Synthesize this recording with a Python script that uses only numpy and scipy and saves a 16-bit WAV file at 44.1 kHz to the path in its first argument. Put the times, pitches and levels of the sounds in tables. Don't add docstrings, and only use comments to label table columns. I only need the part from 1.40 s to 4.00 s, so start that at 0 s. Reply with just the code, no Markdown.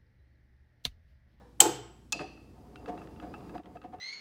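import sys
import numpy as np
from scipy import signal
from scipy.fft import rfft, irfft, next_fast_len
from scipy.io import wavfile
from scipy.ndimage import map_coordinates

SR = 44100
rng = np.random.default_rng(int(sys.argv[2]) if len(sys.argv) > 2 else 0)


def persist_wave(psi):
    counts = np.round(np.clip(psi, -1, 1) * 32767).astype(np.int16)
    wavfile.write(sys.argv[1], SR, np.atleast_2d(counts).T)


def nominal_scale(level):
    x = np.asarray(level, float) / 20
    return 10 ** x


N = 114660


def unit(x):
    return x / np.sqrt(np.mean(x ** 2) + 1e-20)


def along(points, hz):
    f, v = np.transpose(points)
    return np.interp(np.log(hz + 1), np.log(f + 1), v)


def curve(rows):
    s, v = np.transpose(rows)
    return np.interp(np.arange(N) / SR, s, v)


def wobble(rate):
    knots = rng.standard_normal(int(N * rate / SR) + 4)
    return map_coordinates(knots, [np.arange(N) * rate / SR])


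def filtered(x, response):
    m = next_fast_len(len(x) + SR // 4)
    return irfft(rfft(x, m) * response(np.fft.rfftfreq(m, 1 / SR)), m)[:len(x)]


def peaks(table):
    def response(f):
        total = 0
        for k, (centre, width, db) in enumerate(table):
            total = total + (-1) ** k * nominal_scale(db) * 1j * f * width / (centre ** 2 - f * f + 1j * f * width)
        return total
    return response


def sharp_peaks(table):
    return lambda f: peaks(table)(f) ** 2


def colour(points):
    return lambda f: nominal_scale(along(points, f))


def noise(response, size=N):
    return unit(filtered(rng.standard_normal(size), response))


def ring(modes, rise_s, spread_db):
    t = np.arange(SR // 2) / SR
    hz, db, t60 = np.transpose(modes)[:, :, None]
    luck = rng.standard_normal((2, len(modes), 1))
    level = nominal_scale(db + spread_db * luck[0] - 60 * t / t60)
    tones = level * np.sin(2 * np.pi * hz * t + luck[1])
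    return tones.sum(0) * (1 - np.exp(-t / rise_s))


def crack(response, t60):
    t = np.arange(SR // 2) / SR
    return noise(response, size=len(t)) * nominal_scale(-60 * t / t60) * (1 - np.exp(-t / 0.00043))


def shove(s, length, skew=.55):
    return np.sin(np.pi * np.clip((np.arange(N) / SR - s) / length, 0, 1) ** skew) ** 2


def add(track, s, x):
    track[round(s * SR):][:len(x)] += x


# f/Hz, level/dB
LEVER_TONES = [(3130, -5), (7690, 1.5), (8030, -6), (13870, -14.5)]
# f/Hz, level/dB
SNAP_COLOUR = [(400, -15), (1300, -9), (3000, 1), (5000, 2), (7000, 5), (9000, -21.5), (13500, -17),
               (16000, -34)]
# f/Hz, width/Hz, level/dB
RATTLE_PEAKS = [(1940, 1100, -14), (3450, 1700, -6), (4900, 590, -15.5), (5900, 150, -18), (7470, 1400, -1),
                (9750, 820, -7), (12560, 2200, -13.5), (13800, 250, -11.5), (13800, 520, -9.5)]
# f/Hz, width/Hz, level/dB
AFTER_RING = [(7700, 200, 0), (4840, 120, -6), (5750, 300, -5), (3140, 400, -3)]
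# f/Hz, width/Hz, level/dB
TOP_RING = [(12450, 400, 0), (13900, 300, -1), (15300, 250, -1)]
# f/Hz, width/Hz, level/dB
FRAME = [(122, 18, 0)]
# t/s, level/dB
HAND_LEVEL = [
    (0, -57.5),
    (.1, -68.5),
    (.18, -78.5),
    (.2, -100),
    (2.6, -100),
]
# f/Hz, width/Hz, level/dB
HAND_COLOUR = [(490, 27, 12.5), (905, 260, 1), (1760, 320, -6.5), (2350, 67, -9), (3790, 500, -17),
               (5417, 50, -10.5)]


def lever():
    snap_s, snap_db = .2025, -7
    t, out = np.arange(N) / SR, np.zeros(N + SR)
    add(out, snap_s, nominal_scale(snap_db - 13) * crack(colour(SNAP_COLOUR), t60=0.083))
    add(out, snap_s, nominal_scale(snap_db - 6.5) * crack(peaks(RATTLE_PEAKS), t60=0.072))
    add(out, snap_s, nominal_scale(-40) * crack(sharp_peaks(AFTER_RING), t60=.6))
    add(out, snap_s, nominal_scale(-43.5) * crack(sharp_peaks(TOP_RING), t60=.32))
    add(out, snap_s, nominal_scale(-44) * crack(sharp_peaks(FRAME), t60=1))

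    tones = sum(nominal_scale(snap_db + db) * np.sin(2 * np.pi * hz * t) for hz, db in LEVER_TONES)
    bite = shove(snap_s, length=.0078, skew=0.83) ** .5 * tones

    squeak_s, squeak_len_s = 0.19, 0.016
    squeak = np.exp(-((t - squeak_s) / squeak_len_s) ** 2) * noise(peaks([(11200, 90, 0), (11700, 90, -5)]))
    rub = nominal_scale(curve(HAND_LEVEL) + 1.1 * wobble(25)) * noise(peaks(HAND_COLOUR))
    return bite, out[:N] + nominal_scale(-80) * squeak + rub


# t/s, peak level/dB, crack level/dB, ring level/dB
HANDLE_CLAPS = [
    (0.7222, -20, -6, -39),
    (0.7255, -25, 1.5, -25),
    (0.729, -20, -20.5, -1),
]
# f/Hz, width/Hz, level/dB
HANDLE_PEAKS = [(1300, 330, -10.5), (3250, 580, 2.5), (4770, 970, 1.5), (6900, 730, 5.5),
                (10800, 1500, -33), (13600, 1400, -17.5)]
# f/Hz, level/dB, t60/s
HANDLE_RING = [(2600, 6.5, 0.03), (2665, -27, 0.72), (2594, -28, .5), (2549, -30, .4)]
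# f/Hz, width/Hz, level/dB
HANDLE_BUZZ = [(2588, 190, 3), (3484, 470, -6), (4150, 510, -1.5), (4606, 550, 0.5), (4910, 295, 1.5),
               (5950, 310, -6), (7930, 200, -9), (9900, 1700, -15)]
# f/Hz, level/dB, t60/s
SHAFT_RING = [(840, -9, 0.041), (1254, -6.5, 0.036), (1655, -12, 0.03), (2625, -14, 0.04)]
# t/s, peak level/dB, shaft body level/dB, wheel ring level/dB
GEAR_TICKS = [(0.793, -34.5, 9.5, 3), (0.9752, -54, 12.5, -11), (1.358, -37.5, -6, 5.5),
              (1.4593, -39.5, 7, 6), (1.4813, -45, -11, -13), (1.577, -48.5, 14, 18), (1.616, -52, 21, -8),
              (1.673, -44, -12, 2), (1.7614, -51, 1, 15), (1.7996, -43, 9, 7.5), (1.939, -42.5, 16.5, 2),
              (1.946, -46, 17, 15), (2.0074, -50, -5, 14), (2.0944, -47, 12, 5), (2.1800, -44.5, 9, 1),
              (2.2346, -40.5, -2, 6), (2.2576, -41, 3, -9.5), (2.3694, -45.5, 14, -2),
              (2.4167, -39.5, 6, 9), (2.4303, -48, 6, -7), (2.439, -46, -6, -7), (2.245, -49, -3, -5),
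              (2.5251, -53.5, -11.5, -11), (2.5474, -48.5, -1, 9), (2.5857, -48.5, 9, 13)]
# f/Hz, level/dB
GEAR_COLOUR = [(600, -34), (1300, 9), (2200, -4.5), (3300, -3), (5000, -16), (6500, -22), (10000, -30),
               (16000, -54.5)]
# f/Hz, width/Hz, level/dB
WHEEL_PEAKS = [(2715, 68, 9), (5000, 110, -4)]


def wheel():
    out, rim = np.zeros((2, N + SR))
    for s, db, crack_db, ring_db in HANDLE_CLAPS:
        clap = nominal_scale(crack_db) * crack(peaks(HANDLE_PEAKS), t60=0.024)
        clap += nominal_scale(ring_db) * ring(HANDLE_RING, rise_s=0.0034, spread_db=0.0)
        clap += nominal_scale(-27) * crack(sharp_peaks(HANDLE_BUZZ), t60=.6)
        clap += nominal_scale(-9.5) * ring(SHAFT_RING, rise_s=0.0014, spread_db=1.5)
        add(out, s, nominal_scale(db) * clap)
    for s, db, body_db, ring_db in GEAR_TICKS:
        tick = crack(colour(GEAR_COLOUR), t60=0.018)
        tick += nominal_scale(body_db - 2) * ring(SHAFT_RING, rise_s=0.0017, spread_db=1.5)
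        add(out, s - .0004, nominal_scale(db - 4) * tick)
        add(rim, s, nominal_scale(db + ring_db - 23) * crack(sharp_peaks(WHEEL_PEAKS), t60=0.2))
    unsteady = nominal_scale(wobble(39) * 2.1 - 7.5)
    return out[:N] + rim[:N] * unsteady


# t/s, level/dB, length/s, low boom level/dB, panel note f/Hz
CABINET_THUDS = [(0.195, -24.5, 0.042, -4.5, 810), (0.224, -30.5, 0.064, -3, 862),
                 (0.25, -28.5, 0.029, 1.5, 335), (0.279, -33, 0.029, 3, 315),
                 (0.211, -27.5, 0.027, -10, 480), (0.722, -48.5, 0.096, 12, 690),
                 (0.796, -39, 0.036, 10.5, 740), (0.814, -43.5, 0.058, 2, 759),
                 (0.806, -43.5, 0.026, 3.5, 606), (1.476, -37.5, 0.013, 4, 460),
                 (1.481, -35, 0.036, 2, 715), (1.514, -39.5, 0.034, -7, 715), (1.571, -46, .03, -4, 715),
                 (1.812, -45.5, 0.066, 8, 712), (1.863, -45, 0.017, -9, 712), (2.14, -41, .018, 2.5, 500),
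                 (2.148, -37, 0.028, 0, 720), (2.19, -40.5, 0.022, 6, 710), (2.252, -49, 0.037, 10.5, 720),
                 (2.351, -39, 0.025, 0.5, 710), (2.437, -37, 0.041, 4, 730),
                 (2.524, -36.5, 0.044, 0.5, 737)]
# f/Hz, width/Hz, level/dB
PANEL_PEAKS = [(610, 37, -12), (712, 36, 1), (745.6, 39.8, 1), (886.5, 41, -2.5), (1085.7, 110, -12),
               (1262, 100, -12.5), (1790, 220, -21), (3215, 1200, -34)]
# f/Hz, width/Hz, level/dB
BOOM_PEAKS = [(135, 75, -8), (195, 35, -3.5), (313.4, 35, -0.5), (410, 15, -1), (461.8, 110, -7)]
# f/Hz, width/Hz, level/dB
SNAP_PEAKS = [(871, 73, -6), (339.7, 20, 2), (389, 37, 3), (500, 67, -5.5), (645, 50, -12.5),
              (1431, 220, -11.5)]


def cabinet():
    t = np.arange(N) / SR
    push = np.array([nominal_scale(db) * shove(s, length) for s, db, length, _, _ in CABINET_THUDS])
    note_t60 = .04
    fade = nominal_scale(-60 / (note_t60 * SR))
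    held = signal.lfilter([1 - fade], [1, -fade], push)
    note = sum(p * np.sin(2 * np.pi * (row[4] * t + rng.random())) for p, row in zip(held, CABINET_THUDS))

    def scrape(push_level, table):
        def response(f):
            soft = 1 / (1 + 1j * f / 3488) ** 2
            no_bass = (1j * f / (110 + 1j * f)) ** 2
            return peaks(table)(f) * soft * no_bass
        return filtered(nominal_scale(13.5) * push_level * rng.standard_normal(N), response)

    panel = push.sum(0)
    boom = nominal_scale(np.transpose(CABINET_THUDS)[3]) @ push
    box = scrape(panel, PANEL_PEAKS) + nominal_scale(2.0) * scrape(boom, BOOM_PEAKS)
    box += scrape(nominal_scale(3) * panel * (t < .5), SNAP_PEAKS)
    return nominal_scale(1.5 + wobble(70)) * note, box


# t/s, rumble level/dB
TURN_EFFORT = [
    (.95, -67.5),
    (1.3, -58.5),
    (1.55, -51),
    (1.72, -55.5),
    (1.9, -53),
    (2.15, -51.5),
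    (2.6, -63),
]
# t/s, level/dB, length/s
GRIT_SLIPS = [(.795, -55.5, 0.054), (1.48, -58.5, 0.043), (1.57, -64.5, 0.063), (1.706, -70, 0.016),
              (1.82, -67.5, 0.03), (2.53, -66, 0.035), (1.935, -71.5, .03), (2.141, -67, 0.027),
              (2.352, -69.5, 0.027), (2.445, -72, 0.022)]
# f/Hz, width/Hz, level/dB
GRIT_COLOUR = [(1095, 520, 4.5), (1910, 950, 0), (3380, 1240, -6.5), (6720, 2000, -12.5),
               (9200, 1500, -14.5)]
# f/Hz, level/dB
RUB_COLOUR = [(300, -2), (900, -7.5), (1500, -10), (2500, -17.5), (6000, -24), (12000, -32.5)]
# f/Hz, width/Hz, level/dB
SING_PEAKS = [(2470, 18, -5.5), (4865, 65, -8.5)]


def screw():
    effort_db = curve([(0, -100), (.9, -100)] + list(TURN_EFFORT))

    def lumpy(response):
        return nominal_scale(effort_db + 2 * wobble(30) + wobble(8.3)) * noise(response)

    slips = sum(nominal_scale(db) * shove(s, length) for s, db, length in GRIT_SLIPS)
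    grit = slips * noise(peaks(GRIT_COLOUR))
    rumble = lumpy(lambda f: peaks(BOOM_PEAKS)(f) / (1 + (f / 900) ** 2))
    panel = lumpy(lambda f: peaks(PANEL_PEAKS)(f) / (1 + (f / 1800) ** 2))
    rub = lumpy(colour(RUB_COLOUR))
    sing = lumpy(peaks(SING_PEAKS))
    return grit + rumble + nominal_scale(-8) * panel + nominal_scale(-14) * rub + nominal_scale(-25) * sing


# f/Hz, t60/s
ROOM_T60 = [(150, .6), (500, 0.57), (2000, 0.64), (6000, 0.41), (12000, 0.29), (16000, 0.12)]


def room(x):
    hz, _, z = signal.stft(rng.standard_normal(SR), SR, nperseg=256)
    t = np.arange(z.shape[1]) * 128 / SR
    tail = signal.istft(z * nominal_scale(-60 * t / along(ROOM_T60, hz)[:, None]), SR, nperseg=256)[1]
    late = np.pad(x, (260, 0))
    return signal.fftconvolve(late, tail / np.linalg.norm(tail))[:N]


# f/Hz, level/dB
HUM_TONES = [(59.2, -61.5), (118.4, -70)]
# f/Hz, level/dB
AIR_COLOUR = [(20, -33), (40, -18), (75, -1), (120, -4), (300, -4), (600, -22), (1200, -28.5),
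              (2500, -48.5)]


def shop():
    t = np.arange(N) / SR
    hum = sum(nominal_scale(db + 4.0 + wobble(17)) * np.sin(2 * np.pi * hz * t) for hz, db in HUM_TONES)
    return hum + nominal_scale(-59.5 + 3.2 * wobble(0.79)) * noise(colour(AIR_COLOUR))


def scene():
    bite, snap = lever()
    crank = wheel()
    note, box = cabinet()
    echo = room(snap + nominal_scale(-9) * bite)
    echo += nominal_scale(2) * room(box + nominal_scale(-8) * note + nominal_scale(-11) * crank)
    machine = bite + snap + crank + note + box + screw()
    return (machine + nominal_scale(-11) * echo + shop())[None]


def roll_off(x):
    return signal.sosfilt(signal.butter(12, 16800, fs=SR, output="sos"), x)


# t/s, level/dB
RECORDER_GAIN = [
    (0, 0),
    (2.184, 2),
    (2.19, -2.5),
    (2.23, -13),
    (2.26, -4.5),
    (2.36, -0.5),
    (2.41, -7.5),
    (2.425, -4.5),
    (2.6, -5),
]
# f/Hz, level/dB
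HISS_COLOUR = [(500, -2), (2000, -4), (5000, -5.5), (9000, -10.5), (15500, -18.5)]


def record(dry):
    gain_db = curve(RECORDER_GAIN)
    hiss = nominal_scale(-76.5 + np.maximum(2 * gain_db, -4.5)) * noise(colour(HISS_COLOUR))
    clipped = np.clip(dry[0] * nominal_scale(gain_db) + hiss, -.86, .86)
    top_hz, edge_hz, leak_db = 15880, 40, -38
    heard = filtered(clipped, lambda f: nominal_scale(leak_db) + (1 - np.tanh((f - top_hz) / edge_hz)) / 2)
    return roll_off(heard[None])


dry = scene()
out = record(dry)
persist_wave(out)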